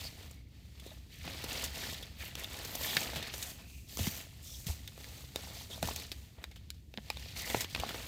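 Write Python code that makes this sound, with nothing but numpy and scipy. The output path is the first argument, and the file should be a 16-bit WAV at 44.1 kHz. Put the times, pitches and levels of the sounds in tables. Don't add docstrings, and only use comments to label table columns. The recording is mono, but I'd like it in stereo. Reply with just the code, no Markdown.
import sys
import numpy as np
from scipy import signal
from scipy.fft import rfft, irfft
from scipy.io import wavfile
from scipy.ndimage import uniform_filter1d

SR = 44100
rng = np.random.default_rng(int(sys.argv[2]) if len(sys.argv) > 2 else 0)


def transcribe(u):
    v = np.clip(np.atleast_2d(u).T, -1, 1)
    q = np.round(v * 32767).astype(np.int16)
    wavfile.write(sys.argv[1], SR, q)


N = 356019


def from_db(db):
    return 10 ** (np.asarray(db) / 20)


def rms_one(x):
    return x / np.sqrt(np.mean(x ** 2) + 1e-20)


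def unit_burst(burst):
    return burst / np.sqrt(np.mean(burst[:, :SR // 100] ** 2, axis=1, keepdims=True))


def panned(pan_db):
    gains = from_db(np.array([[.5], [-.5]]) * pan_db)
    return gains / np.sqrt(np.mean(gains ** 2, axis=0))


def add(out, s, sound):
    at = int(np.clip(round(s * SR), 0, N - 1))
    out[:, at:at + sound.shape[1]] += sound[:, :N - at]


def drift(per_s):
    knots = rng.standard_normal(int(N / SR * per_s) + 2)
    return np.interp(np.arange(N) / SR * per_s, np.arange(len(knots)), knots)


def ring(x, hz, t60):
    r = from_db(-60 / (max(t60, .001) * SR))
    w = 2 * np.pi * hz / SR
    return signal.lfilter([np.sin(w) * np.sqrt(1 - r * r)], [1, -2 * r * np.cos(w), r * r], x + 1e-18)


def resonance(x, hz, width_hz):
    band = signal.butter(2, [hz - width_hz / 2, hz + width_hz / 2], "band", fs=SR, output="sos")
    return rms_one(signal.sosfilt(band, x))


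def coloured(x, spectrum, size=2048):
    hz, db = np.transpose(spectrum)
    grid = np.maximum(np.arange(size // 2 + 1) * SR / size, 1)
    octaves_outside = np.abs(np.log2(grid / np.clip(grid, hz[0], hz[-1])))
    gain_db = np.interp(np.log(grid), np.log(hz), db) - np.minimum(18 * octaves_outside, 40)
    cepstrum = irfft(np.log(from_db(gain_db)))
    cepstrum[1:size // 2] *= 2
    cepstrum[size // 2 + 1:] = 0
    impulse_response = irfft(np.exp(rfft(cepstrum)))
    return signal.fftconvolve(x, impulse_response[None], axes=1)[:, :x.shape[1]]


def brightened(x, bright_db, split_hz=3100):
    filters = [signal.butter(2, split_hz, kind, fs=SR, output="sos") for kind in ("low", "high")]
    low, high = (signal.sosfilt(np.tile(sos, (2, 1)), x) for sos in filters)
    upper, lower = panned(bright_db)
    return upper * high + lower * low


def at_ports(three, alike, lag_s=.0003):
    delayed = np.pad(three[0], (int(lag_s * SR), 0))[:three.shape[1]]
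    return np.sqrt(alike) * np.array([three[0], delayed]) + np.sqrt(1 - alike) * three[1:]


def port_colour(x):
    # f/Hz, left minus right/dB
    port_balance = [(40, -5.5), (250, 2.5), (700, 3), (1500, -2.5), (2300, 2.5), (3400, -7), (4800, -4.5),
                    (6500, 3.5), (8200, 4.5), (10500, 1.2), (17000, 2.5)]
    hz, db = np.transpose(port_balance)
    return np.vstack([coloured(x[:1], np.c_[hz, db / 2]), coloured(x[1:], np.c_[hz, -db / 2])])


def faint_tones():
    # f/Hz, bandwidth/Hz, rms level/dB
    bands = [(255, 100, -70), (14300, 870, -89)]
    out = np.zeros((2, N))
    for hz, width_hz, db in bands:
        out += from_db(db) * resonance(at_ports(rng.standard_normal((3, N)), alike=.97), hz, width_hz)
    return out


def rumble(leaves_db, mean_db=-50, follows=.18):
    # f/Hz, relative level/dB
    spectrum = [(20, -30), (35, -17), (50, -10.5), (65, 1.5), (82, -5), (110, -8), (160, -14), (230, -21.5),
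                (450, -33)]
    swing_db = uniform_filter1d(leaves_db - leaves_db.mean(), size=SR // 4)
    noise = coloured(at_ports(rng.standard_normal((3, N)), alike=.85), spectrum, size=16384)
    return from_db(mean_db + follows * swing_db) * rms_one(noise) * panned(pan_db=2.5)


def undergrowth(x, wet_db=-15, t60=.061, size=8192):
    t = np.arange(size) / SR
    tail = rng.standard_normal((2, size)) * from_db(-60 * t / t60) * (t > .003)
    tail /= np.sqrt(np.sum(tail ** 2, axis=1, keepdims=True))
    return x + from_db(wet_db) * signal.fftconvolve(x, tail, axes=1)[:, :N]


def scrapes_and_sizzle(flicker_db=4.5, relative_width=.16):
    # middle t/s, duration/s, f/Hz, rms level at full swell/dB, pan/dB
    bands = [(0.06, 0.061, 4700, -45, -6), (0.388, 0.22, 2150, -67.5, -4), (0.891, 0.094, 3880, -57, -13),
             (2.24, 0.15, 13800, -53, -10), (2.859, 0.49, 13300, -43.5, -8), (2.908, 0.17, 3430, -44, -11),
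             (3.676, .46, 2550, -60.5, 0), (4.076, 0.36, 13740, -46.5, -6), (4.085, 0.22, 5980, -49, 0),
             (4.51, 0.17, 3550, -56, -7), (4.521, .19, 5640, -51.5, -5), (5.73, 0.051, 3450, -45, -8),
             (7.505, 0.35, 2010, -46, -14)]
    out = np.zeros((2, N))
    for s, length, hz, db, pan_db in bands:
        count = int(length * SR)
        noise = at_ports(rng.standard_normal((3, SR))[:, :count], alike=.14)
        flickering = noise * from_db(flicker_db * drift(per_s=140)[:count])
        swell = np.sin(np.linspace(0, np.pi, count))
        band = resonance(flickering, hz, relative_width * hz) * swell
        add(out, s - length / 2, from_db(db) * panned(pan_db) * band)
    return out


def thuds(mode_ratio=1.38, upper_db=-9, rise_cycles=.52):
    # t/s, f/Hz, peak level/dB, cycles to fall 60 dB, pan/dB
    blows = [(0.863, 390, -41, 7, 6), (0.915, 618, -49.5, 39, 3), (1.256, 162, -37.5, 17, -14),
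             (2.968, 168, -33, 9.1, -7), (3.163, 150.7, -36.5, 17, -6), (3.989, 212, -37.5, 32, 0),
             (4.001, 90.6, -28.5, 19, 4), (4.071, 152, -24.5, 4.6, 1), (4.664, 137, -32.5, 9.4, 1),
             (4.685, 74, -27, 12, 4), (5.361, 172, -45, 2.7, -2), (5.778, 615, -39, 7.2, -1),
             (5.828, 179.5, -33.5, 17, 2), (5.829, 625, -28.5, 8, -3), (5.846, 78, -32, 13, 4),
             (5.887, 870, -24, 5.4, 0), (6.975, 213, -36.5, 13, -27), (7.102, 865, -30.5, 20, -22),
             (7.545, 420, -17, 5.4, -22), (7.558, 115, -33.5, 17, -1), (7.788, 78.5, -29, 6.1, 7),
             (7.835, 776, -23.5, 13.5, -9)]
    out, t = np.zeros((2, N)), np.arange(SR // 3) / SR
    for s, hz, db, cycles, pan_db in blows:
        rise_s, t60 = rise_cycles / hz, cycles / hz
        envelope = (1 - np.exp(-(t / rise_s) ** 2)) * from_db(-60 * t / t60)
        lower = np.sin(2 * np.pi * hz * t)
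        upper = from_db(upper_db) * np.sin(2 * np.pi * (hz * mode_ratio * t + rng.random()))
        add(out, s, from_db(db) * panned(pan_db) * (lower + upper) * envelope / envelope.max())
    return out


def handling(attack_s=.014, attack_share=.15, settle_db_per_s=209, root_gives_s=7.645,
             slack_db_per_s=700, touch_soil_db=-6.5, touch_bright_db=-1):
    # t/s, leaf level/dB, sand level/dB
    contact = [(0, -53, -58), (.33, -60.5, -65), (.47, -72.5, -78), (.55, -63, -70.5), (.72, -65.5, -68),
               (.78, -59.5, -65.5), (1.07, -64.5, -69), (1.95, -47.5, -52), (2.12, -57, -64.5),
               (3.4, -55, -65), (3.82, -68.5, -64), (4.3, -60, -62.5), (4.9, -58.5, -60.5), (6.2, -59, -60),
               (6.33, -65, -68), (6.65, -66.5, -72), (6.87, -74.5, -74.5), (7.1, -54, -60.5)]
    # start t/s, duration/s, leaf level/dB, soil and sand re leaves/dB,
    # leaf brightness/dB, pan/dB
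    strokes = [(-.03,0.089,-48,-7.5,-2,1,0.5), (.16,0.094,-57.5,-1,-2.5,-2,-1.5),
               (.81,0.13,-59.5,-4,-2,-5,0), (1.094,.12,-54.5,-22,-6,-3,-0.5),
               (1.209,0.3,-46.5,-4,-6.5,-1,-1.5), (1.472,0.18,-41.5,-4,-3.5,-3.5,-4),
               (1.719,0.19,-44,-4.5,-3.5,0.5,-2), (1.975,0.049,-63,-10,-5,1,11),
               (2.179,0.097,-45,-9,-6,-10,-2.5), (2.36,0.081,-45.5,-4,-3.5,-8,-2),
               (2.47,0.34,-48,-2,-2,-0.5,-3), (2.79,0.24,-40,-4.5,-1.5,-1,-0.5), (2.99,0.2,-45.5,1,-5,-2,0),
               (3.21,0.087,-44.5,-7,-11,-2.5,-1.5), (3.315,.19,-50,-3.5,4.5,-5,-3),
               (3.58,0.014,-55.5,2,-1,2,-7), (3.66,0.14,-65,-22,5.5,10,-1), (3.868,0.14,-52,-11,0,9,0),
               (3.972,0.11,-42,-7,1,-1,0.5), (4.11,0.097,-48,-5,-0.5,-2,-0.5),
               (4.41,0.21,-60,-16.5,8.5,14,2.5), (4.657,0.047,-46.5,-4.5,2.5,6,0.5),
               (4.75,0.032,-62,-6,-4,0,0), (4.96,0.27,-56.5,-3,0,2,0.5), (5.34,0.17,-51,-1.5,-3,4,0.5),
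               (5.528,0.098,-49.5,-7,-2.5,6,-0.5), (5.689,0.077,-50.5,-2.5,-2,12,1.5),
               (5.815,.095,-44,-2.5,-1.5,4,0), (5.95,0.076,-46.5,-6.5,-5,6,0.5),
               (6.36,0.063,-61,1.5,-17,-17,2), (6.73,0.032,-66,-17,-4,3,-9), (7.17,0.16,-53,-28,-7,4,-1),
               (7.354,0.062,-43,-6.5,-1,4,-2), (7.441,0.18,-43,-3.5,-0.5,0,1.5),
               (7.69,0.025,-51,-13.5,-1,8,-2), (7.749,0.2,-46.5,0.5,-6,0.5,-1.5),
               (7.93,0.19,-49,-1,-2,-6,-1.5)]
    t = np.arange(N) / SR
    coarse = t[::40]
    at, touch_leaves_db, touch_sand_db = np.transpose(contact)
    touch_db = (touch_leaves_db + touch_soil_db, touch_leaves_db, touch_sand_db)
    power = from_db([np.interp(coarse, at, db) for db in touch_db]) ** 2
    brightness, leaning = touch_bright_db * power[1], 0
    for s, length, db, soil_db, sand_db, bright_db, pan_db in strokes:
        bite = np.sin(np.pi / 2 * np.clip((coarse - s) / (attack_s + attack_share * length), 0, 1))
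        fall_db = settle_db_per_s * np.maximum(coarse - s - length, 0)
        if s < root_gives_s:
            fall_db += slack_db_per_s * np.maximum(coarse - root_gives_s, 0)
        stroke = (bite * from_db(db - fall_db + np.c_[[soil_db, 0, sand_db]])) ** 2
        power += stroke
        brightness += bright_db * stroke[1]
        leaning += pan_db * stroke[1]
    curves_db = (*10 * np.log10(power), brightness / power[1], leaning / power[1])
    return [np.interp(t, coarse, curve) for curve in curves_db]


def grains(spectrum, per_s, spread_db, grain_s, friction, alike, build_s=.00064):
    sizes = from_db(spread_db * np.minimum(rng.exponential(1, N), 4.5))
    energy = (rng.random(N) < per_s / SR) * sizes ** 2
    for lasting_s in (build_s, grain_s):
        energy = signal.lfilter([1], [1, -np.exp(-2 / (lasting_s * SR))], energy + 1e-18)
    energy = energy / energy.mean() + friction
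    energy /= uniform_filter1d(energy, size=SR // 20)
    bursts = rng.standard_normal((3, N)) * np.sqrt(energy)
    return rms_one(coloured(at_ports(bursts, alike), spectrum))


def crinkle(low_hz=1724, high_hz=5780, per_s=800, cycles=36, spread_db=5.5, clump_db=6, patches=18):
    out = np.zeros((2, N))
    for hz in np.geomspace(low_hz, high_hz, patches) * rng.uniform(.97, 1.03, patches):
        at = np.flatnonzero(rng.random(N) < per_s / patches * from_db(clump_db * drift(per_s=14)) / SR)
        sizes = from_db(spread_db * np.minimum(rng.exponential(1, len(at)), 3))
        clicks = np.zeros((2, N))
        clicks[:, at] = sizes * rng.normal(.8, .62, (2, len(at)))
        out += ring(clicks, hz, cycles / hz)
    out = signal.sosfilt(signal.butter(2, low_hz * .65, "high", fs=SR, output="sos"), out)
    local_power = uniform_filter1d(np.mean(rms_one(out) ** 2, axis=0), size=3001)
    return rms_one(out / np.sqrt(local_power + .13))


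def rustle(soil_db, leaves_db, sand_db, bright_db, pan_db, crinkle_share=.23, light_db=-55):
    # f/Hz, relative level/dB
    soil_spectrum = [(120, -8), (210, 1), (320, -1), (480, 0), (700, 1), (1050, -3), (1450, 0), (2100, -7)]
    leaf_spectrum = [(1000, -23), (1450, -6), (1800, 7), (2600, 8), (3500, 7), (4600, 8.5), (5800, 0.5),
                     (8000, -14)]
    sand_spectrum = [(4400, -6), (6200, 5), (7800, 4.5), (9500, -0.5), (11500, 0.5), (13600, 2.5),
                     (15000, 3.5), (16500, -23)]
    pressure = 1 / (1 + from_db(light_db - leaves_db) ** 2)
    share = crinkle_share * pressure
    soil = grains(soil_spectrum, per_s=200, spread_db=4, grain_s=.0033, friction=.51, alike=.82)
    sliding = grains(leaf_spectrum, per_s=430, spread_db=1, grain_s=.003,
                     friction=.26 / pressure, alike=.15)
    leaves = brightened(np.sqrt(1 - share) * sliding + np.sqrt(share) * crinkle(), bright_db)
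    sand = grains(sand_spectrum, per_s=500, spread_db=4, grain_s=.0024,
                  friction=1.04 / pressure, alike=.062)
    litter = from_db(soil_db) * soil + from_db(leaves_db) * leaves + from_db(sand_db) * sand
    return litter * panned(pan_db)


def crackles(leaves_db, count=36, offset_db=-5.5, spread_db=1.5, low_hz=1800, high_hz=5970,
             body_db=-7, edge_db=-.5, t60=.033):
    when, size, pitch, side = rng.random((count, 4)).T
    excess_db = spread_db * np.minimum(-np.log(1 - size), 3)
    levels_db = leaves_db[(when * N).astype(int)] + offset_db + excess_db
    pitches_hz = low_hz * (high_hz / low_hz) ** pitch
    return [(s, db, hz, body_db, edge_db, t60, pan_db)
            for s, db, hz, pan_db in zip(when * N / SR, levels_db, pitches_hz, 10 * (side - .5))]


def fracture(t60, spectrum, first_share, first_s, alike, rise_s=.00051, size=3072):
    t = np.arange(size) / SR
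    breaking = rms_one(np.exp(-t / first_s))
    tearing = rms_one(from_db(-60 * t / max(t60, .002)))
    envelope = np.sqrt(first_share * breaking ** 2 + (1 - first_share) * tearing ** 2)
    envelope *= 1 - np.exp(-t / rise_s)
    return unit_burst(coloured(at_ports(rng.standard_normal((3, size)) * envelope, alike), spectrum))


def snaps(lesser_breaks, ring_db=-3, ring_t60=.0052, edge_gain_db=2):
    # t/s, crack level over 10 ms/dB, ring f/Hz, body re crack/dB,
    # edge re crack before edge_gain_db/dB, body t60/s, pan/dB
    breaks = [(0.3108, -63.5, 6820, 5, 8.5, .019, 12), (0.7977, -52, 3280, -13, -3.5, 0.022, -1),
              (1.2771, -45, 3000, 5, -16, 0.024, -20), (1.44, -45, 3820, 5.5, 1.5, 0.024, 3),
              (1.5215, -44.5, 2580, 0, -13.5, 0.015, -6.5), (1.6396, -43.5, 6220, -16.5, 6.5, 0.055, 4),
              (1.8383, -37.5, 1790, -12, -20, 0.012, -9), (2.0253, -45, 3500, -7, -7.5, 0.032, -2),
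              (2.353, -40, 2626, -6, -5, .009, -4), (2.4435, -39.5, 3400, -17, -10, 0.0045, -4),
              (2.6486, -48.5, 1500, -4, 6, 0.031, -5), (2.7514, -42.5, 4500, 1.5, 5, 0.02, -2),
              (2.8456, -38, 2020, -32, -25, 0.0017, -16), (2.9675, -23, 2360, -11.5, -12.5, 0.012, -13),
              (3.1589, -39, 3050, -1.5, -4, 0.089, -13), (3.226, -39.5, 3770, -16, -9, .026, 2),
              (3.3385, -38.5, 1720, -6.5, -4, 0.032, -3.5), (3.426, -39, 3800, -19, 0, 0.028, 8),
              (3.9717, -39, 5900, -1.5, -4.5, 0.0039, 3), (3.9909, -40.5, 4260, 1, -6, 0.019, -1),
              (4.0688, -42, 3000, 5.5, -1.5, 0.018, -6), (4.6673, -43, 6400, -18, -0.5, 0.018, 0),
              (4.8761, -43.5, 3650, -26, -5, 0.011, -5.5), (4.9771, -62, 1470, 12.5, 1, 0.0088, 0),
              (5.043, -44.5, 1680, -12, -13, 0.0053, -4), (5.359, -35, 3560, -2.5, -6, 0.0041, -1.5),
              (5.8274, -30.5, 2340, -3.5, -7, 0.0052, -1), (5.8735, -38.5, 1870, -6, -4.5, 0.012, -1),
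              (5.9604, -41, 6640, -7.5, 1, 0.012, 0), (6.1169, -35.5, 4650, -12.5, -10.5, 0.029, -1.5),
              (6.4404, -43.5, 3930, 0, -5.5, 0.0052, -21), (6.5129, -52.5, 2270, -6, -9, 0.024, -9),
              (6.5593, -54, 2920, -4.5, -4.5, 0.052, -8), (6.7035, -43.5, 4350, -29, -1.5, 0.0032, -5),
              (6.9395, -47, 2800, -6, -19, 0.0032, -1), (6.9742, -41.5, 3140, -5, -16, 0.0017, -15),
              (6.983, -56, 1920, 11.5, -20, 0.0056, -21), (7.1013, -32.5, 2370, -11.5, -8.5, 0.0067, -21),
              (7.1704, -44, 3700, -7, -12, 0.0053, -3), (7.5, -35.5, 1920, -4, -10, 0.012, 4),
              (7.5456, -38.5, 1820, 13.5, -20, 0.0081, -33), (7.6068, -30.5, 4940, -17, -4.5, 0.031, 3),
              (7.6449, -35, 1840, -8.5, -16, .011, -0.5), (7.7483, -31.5, 2520, -10.5, -12.5, 0.0077, -19),
              (7.7602, -40.5, 2480, 1, -13, .009, -11.5), (7.7989, -36, 2900, -9, -9, 0.018, 5),
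              (7.8908, -39.5, 3400, -5, -6.5, .031, -19)]
    # f/Hz, relative level/dB
    body_spectrum = [(90, 0.5), (220, 1.5), (500, 6), (850, 1), (1300, -2.5), (2200, -3)]
    crack_spectrum = [(900, -26), (1600, 3.5), (2400, 4.5), (3000, -3.5), (3800, -2), (5200, -4),
                      (8000, -31)]
    edge_spectrum = [(4000, 2.5), (6200, 6), (8000, 4.5), (10500, -1.5), (13600, 3.5), (16500, -8)]
    out = np.zeros((2, N))
    for s, db, hz, body_db, edge_db, t60, pan_db in list(breaks) + lesser_breaks:
        body = fracture(t60, body_spectrum, first_share=.27, first_s=.00042, alike=1)
        crack = fracture(t60 * 2.6, crack_spectrum, first_share=.85, first_s=.00016,
                         alike=.99, rise_s=.00022)
        ringing = unit_burst(np.diff(ring(crack, hz, ring_t60), prepend=0))
        crack = unit_burst(crack + from_db(ring_db) * ringing)
        edge = fracture(t60 * 1.5, edge_spectrum, first_share=.27, first_s=.00027, alike=.21)
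        snap = crack + from_db(body_db) * body + from_db(edge_db + edge_gain_db) * edge
        add(out, s, from_db(db) * panned(pan_db) * snap)
    return out


def scene():
    soil_db, leaves_db, sand_db, bright_db, pan_db = handling()
    litter = rustle(soil_db, leaves_db, sand_db, bright_db, pan_db)
    direct = litter + snaps(crackles(leaves_db)) + scrapes_and_sizzle() + thuds()
    return port_colour(undergrowth(direct)) + rumble(leaves_db) + faint_tones()


def record(dry):
    cutoff_hz = 16100
    return signal.sosfilt(signal.ellip(12, .1, 80, cutoff_hz, fs=SR, output="sos"), dry)


dry = scene()
out = record(dry)
transcribe(out)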